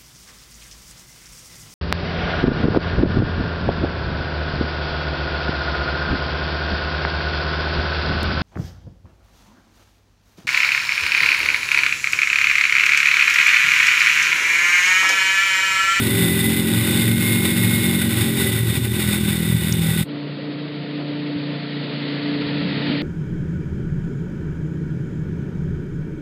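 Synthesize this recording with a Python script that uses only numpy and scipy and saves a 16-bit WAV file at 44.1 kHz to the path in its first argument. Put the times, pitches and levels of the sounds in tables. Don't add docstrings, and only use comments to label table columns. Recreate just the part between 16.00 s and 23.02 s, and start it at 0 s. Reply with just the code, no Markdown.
import sys
import numpy as np
from scipy.fft import rfft, irfft, next_fast_len
from scipy.io import wavfile
from scipy.ndimage import map_coordinates

SR = 44100
rng = np.random.default_rng(int(sys.argv[2]) if len(sys.argv) > 2 else 0)


def to_wav(s):
    ch = np.atleast_2d(s).T
    pcm = np.round(np.clip(ch, -1, 1) * 32767)
    wavfile.write(sys.argv[1], SR, pcm.astype(np.int16))


N = 309582

BANK_START_S = 4.036
# time_s, cycle_hz
ENGINE_SPEED = [(0.0, 43.9), (0.3, 43.1), (0.62, 44.0), (0.9, 45.3), (1.2, 45.9), (1.8, 46.2), (2.1, 45.6),
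                (2.32, 44.4), (2.59, 42.1), (3.16, 41.2), (3.77, 41.2), (4.03, 40.6)]
# centre_s, width_s, change_db
SPRAY_SURGES = [(0.275, 0.75, 1), (0.624, 0.043, -1.5), (.97, 0.19, 2.5), (1.144, 0.097, -3.5),
                (1.453, 0.022, 5.5), (2.22, 0.12, 3.5), (2.437, 0.082, 4.5), (2.59, .08, -3),
                (2.768, 0.054, 2), (2.82, 0.068, -5.5), (2.907, 0.059, -4), (3.011, 0.066, 3.5),
                (3.136, 0.1, 5), (3.49, 0.18, -1.5), (3.938, 0.2, 1.5)]


def amp(db):
    return 10 ** (np.asarray(db) / 20)


def unit(x):
    return x / np.sqrt(np.mean(x ** 2) + 1e-20)


def along(points, hz):
    point_hz, values = np.transpose(points)
    return np.interp(np.log(hz + 1), np.log(point_hz + 1), values)


def clock():
    return np.arange(N) / SR


def curves(rows):
    time_s, *columns = np.transpose(rows)
    return [np.interp(clock(), time_s, column) for column in columns]


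def ramp(start_s, rise_s):
    return np.clip((clock() - start_s) / rise_s, 0, 1)


def swells(rows):
    return sum(db * np.exp(-(2 * (clock() - centre_s) / width_s) ** 2) for centre_s, width_s, db in rows)


def wobble(rate_hz):
    return map_coordinates(rng.standard_normal(int(N * rate_hz / SR) + 4), [clock() * rate_hz])


def below(hz, edge_hz, order):
    return 1 / np.sqrt(1 + (hz / edge_hz) ** (2 * order))


def filtered(x, response):
    size = next_fast_len(N + SR // 2)
    return irfft(rfft(x, size) * response(np.fft.rfftfreq(size, 1 / SR)), size)[:N]


def rush(spectrum, resonances=()):
    def response(hz):
        lift_db = sum(db / (1 + (2 * (hz - centre) / width) ** 2) for centre, width, db in resonances)
        return amp(along(spectrum, hz) + lift_db)
    return unit(filtered(rng.standard_normal(N), response))


def angle(hz):
    return 2 * np.pi * np.cumsum(hz) / SR


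def partial(phase, db, waver_db, rate_hz):
    return np.sqrt(2) * amp(db + waver_db * wobble(rate_hz)) * np.cos(phase)


def nearing(start_db, db_per_s):
    return start_db + db_per_s * (clock() - BANK_START_S)


def growl(cycle_hz):
    return np.clip((cycle_hz - 41.2) / 3, 0, 1)


def noise_floor():
    return amp(-85) * rush([(100, 0), (15000, -2)])


def drop_tick(start_s=3.7255, level_db=-16, t60_s=.011):
    age_s = clock() - start_s
    ring = rush([(2500, -30), (4600, -8), (5300, 0), (6900, -2), (7800, -30)])
    return (age_s > 0) * amp(level_db - 60 * np.abs(age_s) / t60_s) * ring


def thuds(decay_s=.0033):
    # start_s, level_db, pitch_hz
    thud_events = [(2.775, -14.5, 130), (4.385, -29, 530), (5.36, -21.5, 160), (6.463, -23, 168),
                   (6.897, -13.5, 230)]
    out = np.zeros(N)
    for start_s, level_db, pitch_hz in thud_events:
        age_s = np.maximum(clock() - start_s, 0)
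        envelope = 2 * (age_s / decay_s) ** 2 * np.exp(-age_s / decay_s)
        out += amp(level_db) * envelope * np.sin(2 * np.pi * pitch_hz * age_s)
    return out


def plume_far():
    # frequency_hz, relative_db
    rumble_spectrum = [(25, -30.5), (50, -17), (80, -6.5), (115, -0.5), (200, 7.5), (300, 1), (500, -47)]
    # frequency_hz, relative_db
    roar_spectrum = [(70, -36), (100, -22), (125, 3.5), (200, -1), (310, 4.5), (385, -3), (440, 4.5),
                     (520, 0.5), (620, -2.5), (760, -13), (1200, -11), (2500, -45.5)]
    # frequency_hz, relative_db
    hiss_spectrum = [(410, -26), (700, -11), (744, -14.5), (895, -3.5), (1100, -18.5), (1350, -4),
                     (1570, -6), (1900, -0.5), (2060, -3), (2570, -3.5), (3370, -3.5), (4420, -4.5),
                     (4910, -13), (5180, -23), (5700, -52), (7410, -84), (12500, -120)]
    # centre_s, width_s, change_db
    splashes = [(5.33, .25, -0.5), (6.09, 0.14, 1), (6.89, 0.17, 1.1)]
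    rumble = amp(-49 + 20 * ramp(start_s=6, rise_s=.63)) * rush(rumble_spectrum)
    burble_db = wobble(30) + .82 * wobble(7)
    roar = amp(nearing(-36.5, db_per_s=1.15) + burble_db) * rush(roar_spectrum)
    opening_db = 2.2 * ramp(start_s=5.3, rise_s=.98)
    hiss_db = nearing(-41, db_per_s=2.68) + opening_db + swells(splashes) + .69 * wobble(60)
    return rumble + roar + amp(hiss_db) * rush(hiss_spectrum)


def engine_far():
    # time_s, cycle_hz
    far_speed = [(4.08, 29.05), (4.45, 29.3), (5.3, 29.25), (5.6, 29.05), (6.3, 29.0), (7.02, 28.8)]
    # time_s, level_db
    octave_levels = [(4.08, -31.5), (4.4, -33), (4.8, -33), (5.1, -28), (5.35, -28), (5.58, -32.5),
                     (5.95, -33.5), (6.12, -26), (6.35, -26), (6.8, -29), (7.02, -25)]
    # order, relative_db
    weak_orders = [(4, -23.5), (6, -8), (7, -12), (8, -11), (9, -11), (12, -15.5), (15, -10.5), (17, -22),
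                   (20, -20), (24, -18)]
    cycle_hz, = curves(far_speed)
    octave_db, = curves(octave_levels)
    firing_db = nearing(-36, db_per_s=2.1)
    cycle = angle(cycle_hz * (1 + .0025 * wobble(18)))
    phase = lambda order: order * cycle + rng.uniform(0, 2 * np.pi) + .018 * order * wobble(14)
    firing = partial(phase(5), firing_db, waver_db=1.2, rate_hz=20)
    octave = partial(phase(10), octave_db, waver_db=1.7, rate_hz=20)
    weak = sum(partial(phase(order), firing_db + db, waver_db=3, rate_hz=10) for order, db in weak_orders)
    return firing + octave + weak


def thrown_water_db(cruise_hz=44, db_per_hz=.34, db_per_s=-.73):
    cycle_hz, = curves(ENGINE_SPEED)
    steady_db = -28.5 + db_per_hz * (cycle_hz - cruise_hz) + db_per_s * clock()
    chop_db = wobble(26)
    return steady_db + swells(SPRAY_SURGES) + chop_db


def gear_whine(cycle_hz, mesh_order=46.5, attack_s=.07, release_s=.044):
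    # start_s, end_s, level_db
    spells = [(0.07, 0.583, -31.5), (0.79, 1.2, -36), (1.237, 1.967, -31.5), (2.396, 2.485, -32.5)]
    rise = lambda start_s: ramp(start_s - attack_s / 2, attack_s)
    fall = lambda end_s: np.exp(-np.maximum(clock() - end_s, 0) / release_s)
    envelope = sum(amp(db) * rise(start_s) * fall(end_s) for start_s, end_s, db in spells)
    mesh_hz = mesh_order * cycle_hz + 3 * wobble(40)
    return envelope * partial(angle(mesh_hz), 0, waver_db=2, rate_hz=25)


def case_rattle(water_db):
    # frequency_hz, relative_db
    spray_spectrum = [(200, -27), (650, -15), (1000, -7.5), (1300, -10.5), (1750, -8.5), (2050, 0.5),
                      (2300, -1), (2700, -3.5), (3100, -8.5), (3600, -1.5), (4200, -8.5), (5400, -12.5),
                      (5950, -27.5)]
    # centre_hz, width_hz, lift_db
    case_modes = [(801.5, 34, 12), (1497, 144, 12), (1948, 78, 10), (2928, 60, 7.5), (3612, 290, 9)]
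    cycle_hz, = curves(ENGINE_SPEED)
    throb = 1 + .08 * np.sin(5 * angle(cycle_hz))
    jolts = unit(amp(wobble(70) + 1.1 * wobble(450)) * throb)
    spray = amp(water_db + 1.5) * rush(spray_spectrum, case_modes)
    return jolts * (spray + gear_whine(cycle_hz))


def water_near(water_db, damping_db_per_db=.45):
    # frequency_hz, relative_db
    drum_spectrum = [(25, -31), (50, -32.5), (65, -15.5), (80, -18.5), (100, -9), (114, 11), (130, -18),
                     (160, -5), (230, -9.5), (300, -15.5), (500, -46)]
    # frequency_hz, relative_db
    wash_spectrum = [(120, -26.5), (200, -3), (260, -7.5), (300, -4.5), (370, 0.5), (420, -11), (470, -17),
                     (570, -10.5), (650, -27), (900, -25.5), (2000, -59)]
    cycle_hz, = curves(ENGINE_SPEED)
    ripple_db = 1.55 * wobble(9)
    drum = amp(-24.5 - damping_db_per_db * swells(SPRAY_SURGES) + ripple_db) * rush(drum_spectrum)
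    wash = amp(water_db - 3) * rush(wash_spectrum)
    shake = 1 + .3 * (1 - growl(cycle_hz)) * np.cos(angle(cycle_hz))
    return shake * (drum + wash)


def engine_near(ease_db_per_s=1.8):
    # time_s, fourth_db, fifth_db
    main_orders = [(0, -35.5, -28.5), (0.2, -21, -29), (0.5, -29.5, -25.5), (1.3, -24, -23.5),
                   (1.8, -23, -23.5), (2.4, -32.5, -27.5), (2.78, -35, -31), (3.15, -33, -23),
                   (3.45, -23.5, -29.5), (4.03, -22, -27)]
    # frequency_hz, level_db
    body_response = [(82, -32), (92, -33), (124, -30.5), (138, -30.5), (248, -36), (262, -27.5), (276, -35),
                     (290, -43.5), (305, -31), (318, -28), (335, -38), (368, -35.5), (390, -27.5),
                     (415, -42), (460, -47.5), (600, -55.5)]
    cycle_hz, = curves(ENGINE_SPEED)
    cycle = angle(cycle_hz)
    load_db = -.5 - ease_db_per_s * clock()
    levels_db = {k: along(body_response, k * cycle_hz) + (k > 5) * load_db for k in range(2, 15)}
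    levels_db[4], levels_db[5] = curves(main_orders)
    harmonics = np.zeros(N)
    for order, db in levels_db.items():
        scatter = growl(cycle_hz) * rng.uniform(-1, 1) * (np.pi if order > 5 else 1)
        phase = order * cycle + .6 + scatter + .25 * wobble(12)
        harmonics += partial(phase, db, waver_db=1.7, rate_hz=12)
    uneven_db = wobble(40)
    return harmonics * amp(uneven_db)


def converter_sizzle(x, sampling_hz=12000):
    # source_hz, gain_db
    image_gains = [(30, -13.5), (80, -22), (200, -33.5), (380, -18.5), (550, -12.5), (800, -3),
                   (1400, -2.5), (2100, -3), (3600, -4), (5500, -0.5)]
    baseband = filtered(x, lambda hz: below(hz, sampling_hz / 2, order=60))
    weighted = filtered(baseband, lambda hz: amp(along(image_gains, hz)))
    return baseband + 2 * np.cos(2 * np.pi * sampling_hz * clock()) * weighted


def scene(drop_s=.008, t60_s=.092):
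    booms, water_db = thuds(), thrown_water_db()
    bonnet = engine_near() + water_near(water_db) + case_rattle(water_db) + booms
    bonnet = converter_sizzle(bonnet) + drop_tick()
    bank = filtered(engine_far() + plume_far() + booms, lambda hz: below(hz, edge_hz=5600, order=60))
    drop_db = -12 * ramp(BANK_START_S - drop_s / 2, drop_s)
    decay_db = -60 * np.maximum(clock() - BANK_START_S, 0) / t60_s
    fade_in = ramp(BANK_START_S, rise_s=.06)
    return (bonnet * amp(drop_db + decay_db) + bank * fade_in + noise_floor())[None]


def record(dry):
    return filtered(dry[0], lambda hz: below(hz, edge_hz=15000, order=400))[None]


dry = scene()
out = record(dry)
to_wav(out)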